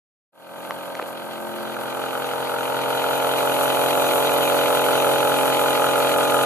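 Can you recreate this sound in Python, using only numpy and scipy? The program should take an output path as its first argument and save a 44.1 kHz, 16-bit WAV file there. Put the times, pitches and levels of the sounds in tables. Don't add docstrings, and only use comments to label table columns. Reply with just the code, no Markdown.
import sys
import numpy as np
from scipy import signal
from scipy.fft import rfft, irfft
from scipy.io import wavfile
from scipy.ndimage import map_coordinates

SR = 44100
rng = np.random.default_rng(int(sys.argv[2]) if len(sys.argv) > 2 else 0)


def master(y):
    cut = np.clip(np.atleast_2d(y).T, -1, 1)
    pcm = np.round(cut * 32767)
    wavfile.write(sys.argv[1], SR, pcm.astype(np.int16))


N = 284445

MOTOR_HZ = 43.9
BELT_RATIO = 8
FIRST_KNOCK_S, PULLEY_PEAK_S = .0105, .163
APPROACH_M = .4
NEAR_FIELD = .58

# (time [s], closeness [0-1])
MIC_CLOSENESS = [(.6, 0.07), (1.35, 0.14), (2, 0.48), (2.6, 0.61), (3.15, 0.82), (4, 0.97), (4.7, 1),
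                 (6.45, 0.98)]
# (frequency [Hz], lead of the left [rad])
PORT_LEAD = [(0, 0.52), (130, 1.15), (290, 2.02), (350, 1.28), (420, -0.4), (560, 0.38), (660, -0.5),
             (790, 0.98), (1100, -1.3), (1240, -0.2), (1810, -0.5), (2580, 1.5), (3700, 2.91), (6030, 7),
             (6630, 6.4), (8100, 2.9), (8440, 2.6), (9470, 0.7), (9730, -0.1), (13700, -9.3), (14000, -9.5)]
# (frequency [Hz], likeness [0-1])
PORT_LIKENESS = [(60, 0.077), (500, 0.2), (1400, 0.66), (2100, 0.46), (3000, 1), (3900, 0.78),
                 (5500, 0.039), (13000, 0.59)]
# (frequency [Hz], relative density [dB per Hz])
RUMBLE_SPECTRUM = [(20, -41), (40, -39), (65, -23), (110, -13.5), (200, -13.5), (330, -4.5), (520, -2.5),
                   (850, -1.5), (1100, -4.5), (1450, -5.5), (1850, -19), (3000, -28), (6000, -50)]
# (time [s], level [dB], pitch [Hz], t60 [s], crack against ring [dB], top of the band [Hz])
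HANDLING_CLICKS = [(0.7085, -14.5, 2170, 0.0028, -11, 6000), (0.7077, -10.5, 1120, 0.0077, -4, 3160),
                   (0.9522, -17, 2280, 0.0044, -1, 5530), (0.9925, -20, 1320, 0.015, -10, 2600),
                   (0.997, -0.5, 890, 0.0018, -16, 2200), (1.017, -32, 870, 0.013, 5, 3000),
                   (1.0245, -17.5, 490, 0.017, -1.5, 3220), (1.025, -33, 4070, 0.008, -8, 4600)]
# (frequency [Hz], relative density [dB per Hz])
SEAL_SPECTRUM = [(3000, -33), (5300, -9), (6400, -3), (7400, 0.5), (7900, 1.5), (8700, 0), (9450, 1.5),
                 (9700, 5), (11000, 5), (12100, 4), (14000, -0.5)]
# (time [s], level [dB])
SEAL_COURSE = [(1.15, -53), (2.87, -43.5), (3.66, -37.5), (6.3, -37)]
# (time [s], lift [dB])
SEAL_TOP_LIFT = [(2.5, 3), (4.2, 4), (5.2, 2), (6.4, 0.7)]
SEAL_SPITS = [(0.035, .38), (0.57, .17), (0.77, .27)]
# (frequency [Hz], relative density [dB per Hz])
RUB_SPECTRUM = [(1200, -35), (2000, 7), (2500, -2), (2800, 0), (3150, 9.5), (3750, -1), (4300, 5),
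                (5300, -11), (8000, -30)]
# (frequency [Hz], width at half gain [Hz], relative level [dB])
BEARING_RINGS = [(2442, 52, 3.5), (2430, 220, -8), (2660, 230, -1), (2999, 42, 8.5), (3245, 36, 7.5),
                 (3694, 154, 6), (3990, 99, 2), (6070, 49, 0), (6630, 300, -5)]
# (frequency [Hz], peak against the ringing's rms [dB])
BEARING_WHINE = [(2420, -7.5), (3020, -5.5)]
# (frequency [Hz], relative density [dB per Hz])
CHATTER_SPECTRUM = [(500, -66), (1050, 4.5), (1400, 12.5), (1850, -14), (2500, 5), (3150, 2), (4000, -0.5),
                    (4600, -14), (5500, -20.5), (10000, -14), (14000, -25)]
CHATTER_ROUND = [0, -.5, -.5, 1, 3.5, -1, -.5, -.5]
# (frequency [Hz], level standing back [dB], level close up [dB])
CASING_RINGS = [(1292, 8, -14), (1340, -1, 6.5), (1408, 2, 12), (1434, 3, 14.5), (1575, 8.5, -3),
                (1652, -18, 3), (2545, -31, -34), (2580, -32, -30), (3038, -13, 3)]
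KNOCK_ROUND = [1.2, -.3, -1.6, -4.8, -4.2, 1.8, 2.5, 1.5]
# (time [s], level [dB])
KNOCK_COURSE = [(1.15, -34), (1.55, -32), (1.59, -29), (2.17, -30), (3.3, -29), (4.19, -32), (4.49, -29.5),
                (6.2, -28)]
# (multiple of the motor turn, level standing back [dB], level halfway [dB],
# level close up [dB], left minus right close up [dB])
HUM_PARTIALS = [(3, -20.5, -18.5, -20.5, -4.0), (4, -15, -32, -30.5, 26), (5, -11.5, -17, -30, 1),
                (6, -9.5, -10.0, -12.5, -8), (7, -11, -23.5, -16.5, -11.5), (8, -16.5, -17.0, -22, 8),
                (9, -28, -20, -17, -6), (10, -15.5, -9.5, -10, -9.5), (11, -13.5, -6, -9, 3),
                (12, -6.5, -12, -11.5, -2), (13, -4.5, -10.5, -6, -2.5), (14, -9.5, -9, -9.5, 13),
                (15, -8, -15, -11, 10), (16, -10.5, -14, -11, -2), (17, -29, -30, -15.5, -17),
                (18, -8, -9.5, -14.0, 3), (19, -16, -9, -7, -0.5), (20, -11.0, -13.5, -11, 2.5),
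                (21, -9, -15.5, -22.5, 9), (22, -22, -27, -21, 7), (23, -15, -14, -14, -5),
                (24, -24, -26, -27.5, 2), (25, -22, -21, -36.5, -7), (26, -28, -25, -29, -2.5),
                (27, -14, -16, -26.5, 10), (28, -11.0, -14, -16.5, 2.5), (35, -16, -15, -30, -1.0)]
# (multiple of the motor turn, time [s], half-length [s], lift [dB])
STANDING_WAVES = [(5, 1.6, 0.28, 9), (8, 1.53, 0.32, 12), (8, 3.1, .35, -10), (16, 5.4, 0.64, -12),
                  (19, 4.5, .6, -4.5), (21, 3, 0.82, 11.5), (25, 3.5, 0.77, 19), (26, 3.94, 0.63, 12),
                  (28, 3.7, .6, -4), (28, 6.62, .8, 9.5)]


def undb(db):
    return 10 ** (np.asarray(db) / 20)


def unit(x):
    return x / np.sqrt(np.mean(x ** 2))


def clock():
    return np.arange(N) / SR


def curve(table):
    time, value = np.transpose(table)
    return np.interp(clock(), time, value)


def bins():
    return np.maximum(np.arange(N // 2 + 1) * SR / N, 1)


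def across(points):
    hz, value = np.transpose(points)
    return np.interp(np.log(bins()), np.log(hz), value)


def wander(rate):
    knots = rng.standard_normal(int(N / SR * rate) + 4)
    grid = np.arange(0, N + 200, 200)
    coarse = map_coordinates(knots, [grid / SR * rate], order=3, mode="nearest")
    return np.interp(np.arange(N), grid, coarse)


def bandpass(x, order, band_hz):
    return signal.sosfilt(signal.butter(order, band_hz, "band", fs=SR, output="sos"), x)


def approach(close_db, drop_db):
    return undb(close_db - drop_db * (1 - curve(MIC_CLOSENESS)))


def colour():
    return np.clip(curve(MIC_CLOSENESS) / NEAR_FIELD, 0, 1)


def machine_time():
    return clock() - APPROACH_M * (1 - curve(MIC_CLOSENESS)) / 343


def since_knock():
    return (machine_time() - FIRST_KNOCK_S) % (1 / MOTOR_HZ)


def pulley(t):
    return np.cos(2 * np.pi * MOTOR_HZ / BELT_RATIO * (t - PULLEY_PEAK_S))


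def recurring(x, period):
    return x[:, (machine_time() % period * SR).astype(int)]


def excitation(per_turn, per_round):
    fresh, turn, pulley_round = rng.standard_normal((3, 2, N))
    out = np.sqrt(1 - per_turn - per_round) * fresh
    out += np.sqrt(per_turn) * recurring(turn, 1 / MOTOR_HZ)
    out += np.sqrt(per_round) * recurring(pulley_round, BELT_RATIO / MOTOR_HZ)
    return out


def noise(gain, per_turn=0, per_round=0):
    like = np.clip(across(PORT_LIKENESS), 0, 1)
    mid, side = rfft(excitation(per_turn, per_round))
    mid, side = mid * np.sqrt(1 + like), side * np.sqrt(1 - like)
    return unit(irfft(gain * np.array([mid + side, mid - side]), N))


def ports(x):
    hz, lead = np.transpose(PORT_LEAD)
    turn = np.exp(1j * np.interp(bins(), hz, lead) / 2)
    return irfft(rfft(x) * np.array([turn, turn.conj()]), N)


def rumble(shake=1.0, decay_s=.005):
    body = noise(undb(across(RUMBLE_SPECTRUM)), per_round=.65)
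    return body * (1 + shake * np.exp(-since_knock() / decay_s))


def clicks():
    out, t = np.zeros(N), clock()[:SR // 20]
    for time, db, hz, t60, crack_db, top_hz in HANDLING_CLICKS:
        tap = np.sin(2 * np.pi * hz * t) + undb(crack_db) * rng.standard_normal(len(t))
        tap *= undb(db - 60 * t / t60)
        start = int(time * SR)
        out[start:start + len(t)] += bandpass(tap, 3, [hz / 2, top_hz])
    return out


def seal(flutter_db=1.5, swell_db=.53, spit_s=.00077):
    hiss = noise(undb(across(SEAL_SPECTRUM)))
    top = irfft(rfft(hiss) * across([(10000, 0), (12000, 1)]), N)
    hiss = hiss + top * (undb(curve(SEAL_TOP_LIFT)) - 1)
    age, spits = since_knock(), 0
    for spot, strength in SEAL_SPITS:
        spits = spits + strength * np.exp(-((age - spot / MOTOR_HZ) / spit_s) ** 2)
    return hiss * (1 + spits) * undb(swell_db * pulley(clock()) + flutter_db * wander(90))


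def friction(pulse, swell_db, flutter_db):
    load = undb(swell_db * pulley(clock()) + flutter_db * wander(40))
    return load * (1 + pulse * np.exp(-since_knock() / .016))


def rubbing():
    rub = noise(undb(across(RUB_SPECTRUM)), per_turn=.1, per_round=.3)
    return rub * friction(pulse=.3, swell_db=-.45, flutter_db=2.1)


def rings():
    gain = 0
    for hz, width, db in BEARING_RINGS:
        gain = gain + undb(db) / (1 + (2 * (bins() - hz) / width) ** 2)
    return noise(gain)


def whine(waver_hz=5, waver_db=2):
    out = np.zeros(N)
    for hz, db in BEARING_WHINE:
        phase = 2 * np.pi * np.cumsum(hz + waver_hz * wander(20)) / SR
        out += np.sin(phase) * undb(db + waver_db * wander(4.33))
    return out


def chatter(rise_s=.0006, decay_s=.0045):
    age = since_knock()
    turn = np.floor((machine_time() - FIRST_KNOCK_S) * MOTOR_HZ).astype(int)
    burst = (1 - np.exp(-age / rise_s)) * np.exp(-age / decay_s)
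    strength = undb(np.take(CHATTER_ROUND, turn % BELT_RATIO))
    rattle = noise(undb(across(CHATTER_SPECTRUM)), per_turn=.25, per_round=.5)
    return unit(rattle * burst * strength)


def blow_train(scatter_db=1.5, rebound_s=.003127, rebound_db=-4.5):
    times = FIRST_KNOCK_S + np.arange(int(N / SR * MOTOR_HZ)) / MOTOR_HZ
    chance = rng.standard_normal((len(times), 4))
    size = undb(np.resize(KNOCK_ROUND, len(times)) + scatter_db * chance[:, 0])
    first = np.interp(times, machine_time(), clock()) + .00002 * chance[:, 1]
    second = first + rebound_s + .00004 * chance[:, 2]
    blows = np.zeros(N)
    blows[(first * SR).astype(int)] = size
    blows[(second * SR).astype(int)] = size * undb(rebound_db + 2 * chance[:, 3])
    return blows


def knocks(contact_s=.0045, t60_s=.027):
    blows = blow_train()
    crack = bandpass(blows, 2, (1600, 3300))
    clack = bandpass(blows, 3, (940, 1520))
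    out = -crack / np.abs(crack).max() * approach(close_db=3, drop_db=8)
    out += clack / np.abs(clack).max() * approach(close_db=8.5, drop_db=4)
    t, close = clock()[:SR // 8], colour()
    envelope = undb(-60 * t / t60_s) * (1 - np.exp(-t / contact_s))
    for hz, far_db, near_db in CASING_RINGS:
        ring = envelope * np.sin(2 * np.pi * hz * t)
        out += signal.oaconvolve(blows, ring)[:N] * undb(far_db + (near_db - far_db) * close)
    return unit(out)


def crest(multiple):
    lift = 0
    for k, time, half, db in STANDING_WAVES:
        if k == multiple:
            lift = lift + db * np.exp(-((clock() - time) / half) ** 2)
    return lift


def hum(throb_db=.5, sway_s=.000032, waver_db=1.0):
    t, close = machine_time(), colour()
    turns = MOTOR_HZ * (t + sway_s * wander(7))
    out = np.zeros((2, N))
    for k, *levels_db, pan_db in HUM_PARTIALS:
        db = np.interp(curve(MIC_CLOSENESS), (.07, .5, 1), levels_db)
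        db = db + crest(k) + waver_db * wander(5)
        spread = np.pi * .41 * k ** 2 + .25 * rng.standard_normal()
        spread = spread + .1 * wander(5) + .04 * wander(30)
        phase = 2 * np.pi * k * turns + spread
        lead = .25 * rng.standard_normal()
        lean = undb(pan_db * close)
        gain = undb(db) * np.sqrt(4 / (1 + lean ** 2))
        out[0] += gain * lean * np.sin(phase + lead / 2)
        out[1] += gain * np.sin(phase - lead / 2)
    return out * undb(throb_db * pulley(t))


def scene():
    machine = rumble() * approach(close_db=-29, drop_db=13)
    machine = machine + seal() * undb(6 + curve(SEAL_COURSE))
    machine += rubbing() * approach(close_db=-35.6, drop_db=14.5)
    ringing = (rings() + whine()) * friction(pulse=.88, swell_db=-2.0, flutter_db=1.5)
    machine += ringing * approach(close_db=-36.5, drop_db=22)
    machine += chatter() * approach(close_db=-31.8, drop_db=17)
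    machine += knocks() * undb(curve(KNOCK_COURSE)) * approach(close_db=-1, drop_db=8.5)
    machine += hum() * approach(close_db=-21, drop_db=18)
    start_s, length_s, bend = .32, .34, 1.12
    fade_in = np.clip((clock() - start_s) / length_s, 0, 1) ** bend
    return (ports(machine) + clicks()) * fade_in


def record(dry):
    return signal.sosfilt(signal.ellip(12, .2, 80, 13930, fs=SR, output="sos"), dry)


dry = scene()
out = record(dry)
master(out)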